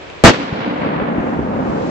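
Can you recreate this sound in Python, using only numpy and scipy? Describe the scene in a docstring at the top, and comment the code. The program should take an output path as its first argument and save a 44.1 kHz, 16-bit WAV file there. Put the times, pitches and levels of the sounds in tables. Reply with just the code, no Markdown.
"""A loud, overloaded bang with a rolling echo: a pressurised plastic bottle bursts on open ground.
Just after a faint tick come a shock, a boom of expanding gas and a bright spray of mist and grit.
The blast rolls back from the surroundings, duller the farther it has travelled, with a few distinct
thuds, while grit and droplets patter on leaves. The gain control ducks and slowly recovers, which
holds the rumble up and brings the outdoor hush back."""
import sys
import numpy as np
from scipy import signal
from scipy.fft import rfft, irfft, next_fast_len
from scipy.io import wavfile
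from scipy.ndimage import map_coordinates

SR = 44100
rng = np.random.default_rng(int(sys.argv[2]) if len(sys.argv) > 2 else 0)


def transcribe(signal):
    """Save signal, clipped to [-1, 1], as a 16-bit WAV file at the path in sys.argv[1]."""
    frames = np.atleast_2d(signal).T
    limited = np.clip(frames, -1, 1)
    pcm = np.round(limited * 32767).astype(np.int16)
    wavfile.write(sys.argv[1], SR, pcm)


N = 83790

BURST_S = 0.2379
# Diffuse outdoor sound. Each row: frequency in Hz, left-right correlation.
DIFFUSE_CORRELATION = [(60, -0.17), (130, 0.9), (260, 0.51), (600, -0.1), (1500, 0.01), (5000, -0.014)]


def amp(db):
    """Decibels to gain."""
    return 10 ** (np.asarray(db) / 20)


def unit_rms(x):
    """Scale to rms 1."""
    return x / np.sqrt(np.mean(x ** 2) + 1e-20)


def at_hz(points, hz):
    """Interpolate (Hz, value) rows on a log axis."""
    knots_hz, values = np.transpose(points)
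    return np.interp(np.log(hz + 1), np.log(knots_hz + 1), values)


def since(start_s):
    """Seconds since start_s, zero before."""
    return np.maximum(np.arange(N) / SR - start_s, 0)


def after_burst(levels):
    """Gain along (s, dB) rows, zero until the burst."""
    return amp(np.interp(since(0), *np.transpose(levels))) * (since(BURST_S) > 0)


def wobble(knots_per_s):
    """Smooth random curve."""
    return map_coordinates(rng.standard_normal(N // 8), [np.arange(N) * knots_per_s / SR], mode="mirror")


def filtered(x, response):
    """Apply response(hz) by FFT."""
    size = next_fast_len(N + SR // 2)
    return irfft(rfft(x, size) * response(np.fft.rfftfreq(size, 1 / SR)), size)[..., :N]


def left_first(x, lead_s):
    """Put the left channel ahead of the right by lead_s."""
    return filtered(x, lambda hz: np.exp(1j * np.pi * hz * lead_s * np.array([[1], [-1]])))


def noise(spectrum, correlation=DIFFUSE_CORRELATION):
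    """Stereo noise of rms 1 with a given spectrum and left-right correlation."""
    def response(hz):
        angle = np.arccos(np.clip(at_hz(correlation, hz), -1, 1)) / 2
        return amp(at_hz(spectrum, hz)) * [np.cos(angle), np.sin(angle)]
    mid, side = filtered(rng.standard_normal((2, N)), response)
    return unit_rms(np.array([mid + side, mid - side]))


def burst():
    """The bottle gives way: a shock, a boom of expanding gas, a spray of mist and grit."""
    # Each row: frequency in Hz, relative density in dB.
    boom_spectrum = [(20, -30.5), (50, -6), (100, -2), (250, 0), (500, -6.5), (800, -16.5), (2500, -34.5),
                     (8000, -65.5), (12000, -100)]
    spray_spectrum = [(60, -31), (250, -10.5), (600, -0.5), (1500, -1), (2500, -6.5), (4500, -12),
                      (8000, -22), (10000, -54.5), (16000, -83.5)]
    # Each row: frequency in Hz, left-right correlation.
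    boom_correlation = [(80, 1), (300, 0.64), (1500, 0.94)]
    spray_correlation = [(300, 0.75), (1500, 0.62), (4000, 0.43), (8000, -0.28)]
    boom = burst_colour(noise(boom_spectrum, boom_correlation))
    boom *= outflow(level_db=21.66, attack_s=0.00074, hold_s=0.015, fall_db_per_s=255)
    spray = burst_colour(noise(spray_spectrum, spray_correlation))
    spray *= outflow(level_db=17.4, attack_s=0.015, hold_s=0.045, fall_db_per_s=440)
    return shock(level_db=28, push_s=0.0015) + boom + spray


def shock(level_db, push_s):
    """Sudden overpressure, then a longer suction."""
    age = since(BURST_S) / push_s
    return amp(level_db) * (age > 0) * (1 - age) * np.exp(-age)


def outflow(level_db, attack_s, hold_s, fall_db_per_s):
    """Envelope of the escaping gas: attack, hold, sag, and collapse once it is spent."""
    empty_s, collapse_db_per_s = 0.3053, 1695
    fall_db = fall_db_per_s * since(BURST_S + hold_s) + collapse_db_per_s * since(empty_s)
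    return np.minimum(since(BURST_S) / attack_s, 1) * amp(level_db - fall_db)


def burst_colour(x):
    """Narrow spectral peaks give the burst noise an uneven, hollow colour; output at rms 1."""
    # Each row: centre in Hz, boost in dB.
    peaks = [(195, 3), (335, 5), (523, 6), (660, 9), (895, 8.5), (1185, 8), (1570, 3), (1837, 8.5),
             (2110, 0), (2338, 0.5)]
    sigma_hz = 24
    def response(hz):
        return amp(sum(db * np.exp(-((hz - centre_hz) / sigma_hz) ** 2 / 2) for centre_hz, db in peaks))
    return unit_rms(filtered(x, response))


def rolling_echo():
    """Countless small, uneven reflections, first from the right, then from the left."""
    # Before air loss. Each row: frequency in Hz, relative density in dB.
    spectrum = [(25, -46), (65, -16.5), (115, -15), (165, -4.5), (285, -1), (335, -7.5), (430, -8),
                (515, -5), (600, -8.5), (850, -8.5), (1400, -12), (2300, -13.5), (4500, -19.5),
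                (7800, -32.5), (9300, -71.5)]
    # Each row: frequency in Hz, left-right correlation.
    correlation = [(60, 0.75), (130, 1), (260, 0.74), (500, 0.55), (1000, 0.36), (2000, 0.063),
                   (5000, 0.024)]
    # Each row: time in seconds, level in dB before air loss.
    levels = [(.24, -8), (.29, 9), (.325, 4), (.375, -3.5), (0.416, -2.5), (.46, -5), (.495, -6.5),
              (.57, -4.5), (.615, -4), (0.709, -4.5), (.785, -7), (0.82, -3), (.915, -5), (1.02, -5),
              (1.135, -8), (1.201, -8), (1.35, -10), (1.45, -14.5), (1.56, -12), (1.89, -16)]
    swing_mid_s, swing_length_s, grain_db = 0.811, 0.12, 1.16
    from_right = left_first(noise(spectrum, correlation), lead_s=-0.00042)
    from_left = left_first(noise(spectrum, correlation), lead_s=0.00045)
    swing = np.pi / 2 * np.clip((since(0) - swing_mid_s) / swing_length_s + 0.5, 0, 1)
    reflections = np.cos(swing) * from_right + np.sin(swing) * from_left
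    grain = amp(grain_db * wobble(knots_per_s=190))
    return air_loss(unit_rms(reflections * grain)) * after_burst(levels)


def air_loss(x):
    """The air takes more treble from later arrivals."""
    db_per_s_at_1khz, exponent = 5, 1.273
    hz, frame_s, frames = signal.stft(x, SR, nperseg=512)
    travel_s = np.maximum(frame_s - BURST_S, 0)
    loss_db = db_per_s_at_1khz * (hz[:, None] / 1000) ** exponent * travel_s
    return signal.istft(frames * amp(-loss_db), SR)[1][:, :N]


def thuds():
    """Large objects return the pressure wave rounded off, inside a short scatter."""
    # Each row: arrival in seconds, gain in dB, push half-width in seconds, left lead in seconds.
    echoes = [(.305, 13, 0.00051, 0), (0.528, 6, 0.0011, -.0001), (0.667, -7, 0.00089, -.0002),
              (0.835, -1, .0006, .0004), (0.864, -8.5, .0005, .0004), (1.024, -2.5, 0.00067, .0004),
              (1.184, -7, 0.0012, .0003), (1.206, -8, 0.0011, .0004), (1.289, -9, 0.00045, .0004),
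              (1.393, -5, 0.00082, .0004), (1.514, -11, 0.00033, .0004), (1.604, -12, 0.00062, .0004)]
    # Each row: frequency in Hz, relative density in dB.
    scatter_spectrum = [(30, -32), (100, -8.5), (240, 1), (500, -6.5), (1000, -14), (3000, -42)]
    scatter_db, scatter_s = -9, 0.0058
    low_hz, high_hz = 83, 1000  # band that survives the trip
    scatter = amp(scatter_db) * noise(scatter_spectrum)
    returns = np.zeros((2, N))
    for arrival_s, gain_db, push_s, lead_s in echoes:
        t = since(0) - arrival_s + lead_s * np.array([[0.5], [-0.5]])
        wave = -2 * t / push_s * np.exp(-(t / push_s) ** 2 / 2)
        returns += amp(gain_db) * (wave + np.exp(-np.abs(t) / scatter_s) * scatter)
    return filtered(returns, lambda hz: 1j * hz / (low_hz + 1j * hz) / (1 + 1j * hz / high_hz))


def bass_swells():
    """Some returns arrive as nothing but smeared bass."""
    # Each row: centre in seconds, level in dB, half-length in seconds.
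    swells = [(0.365, -20, .04), (1.202, -20, 0.0092), (1.411, -23.5, 0.048), (1.538, -31.5, 0.062),
              (1.698, -27.5, .03)]
    # Each row: frequency in Hz, relative density in dB.
    spectrum = [(20, -16.5), (45, -5), (72, 4.5), (130, -3), (250, -28), (1000, -100)]
    envelope = sum(amp(db) * np.exp(-((since(0) - centre_s) / half_s) ** 2)
                   for centre_s, db, half_s in swells)
    return envelope * noise(spectrum)


def fallout():
    """Grit and droplets rain back on the leaves in a faint patter."""
    # Each row: time in seconds, level in dB.
    levels = [(.45, -70.5), (.78, -43.5), (1.0, -55.5), (1.3, -49), (1.481, -59), (1.75, -52.5),
              (1.89, -49.5)]
    # Each row: frequency in Hz, relative density in dB.
    spectrum = [(500, -20.5), (2000, -10), (4000, -6), (6000, -9.5), (7800, -15.5), (9000, -46)]
    flutter_db = 2
    patter = noise(spectrum) * amp(flutter_db * wobble(knots_per_s=830))
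    return unit_rms(patter) * after_burst(levels)


def tick(start_s, level_db, decay_s):
    """A faint dry tick of decaying noise."""
    # Each row: frequency in Hz, relative density in dB.
    spectrum = [(500, -24), (2500, 8), (5000, -16), (7800, -24), (9000, -55)]
    age_s = since(start_s)
    return amp(level_db) * (age_s > 0) * np.exp(-age_s / decay_s) * noise(spectrum)


def hush(level_db):
    """Quiet, steady outdoor air."""
    # Each row: frequency in Hz, relative density in dB.
    spectrum = [(20, -15), (32, -8), (60, 4.5), (130, -2), (250, -1), (420, 5), (700, 1), (1200, -3),
                (1900, -5.5), (2450, -4.5), (4500, -16), (7600, -28.5), (9000, -48.5)]
    return amp(level_db) * noise(spectrum)


def scene():
    """Stereo sum at the microphone; all source levels are ahead of the gain control."""
    blast = burst() + rolling_echo() + thuds() + bass_swells()
    background = hush(level_db=-37) + tick(start_s=0.1, level_db=-32.5, decay_s=0.0033)
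    return blast + background + fallout()


def gain_control(x):
    """Overload turns the gain down; it creeps back at a steady rate."""
    max_duck_db, lag_s, recover_db_per_s = 22.5, 0.014, 13.5
    over_db = np.clip(20 * np.log10(np.abs(x).max(axis=0) + 1e-9), 0, max_duck_db)
    ramp_db = recover_db_per_s * since(0)
    held_db = np.maximum.accumulate(over_db + ramp_db) - ramp_db
    pole = np.exp(-1 / (lag_s * SR))
    duck_db = signal.lfilter([1 - pole], [1, -pole], held_db)
    return x * amp(-duck_db)


def record(dry):
    """Gain control too slow for the blast, heavy clipping, a dull top, a brighter right channel."""
    # Each row: frequency in Hz, gain in dB.
    tone = [(5000, 3.5), (8000, 6), (10500, -9), (12500, -20), (16000, -23.5), (20000, -47.5)]
    # Each row: frequency in Hz, right minus left in dB.
    balance = [(300, -0.3), (1200, 0.5), (4000, -0.3), (8000, 3)]
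    clip_level, hardness, top_hz = 0.67, 11, 20000
    def response(hz):
        gain_db = at_hz(tone, hz) + at_hz(balance, hz) * np.array([[-0.5], [0.5]])
        return amp(gain_db) * (hz < top_hz)
    ducked = gain_control(dry)
    clipped = ducked / (1 + np.abs(ducked / clip_level) ** hardness) ** (1 / hardness)
    return filtered(clipped, response)


dry = scene()
out = record(dry)
transcribe(out)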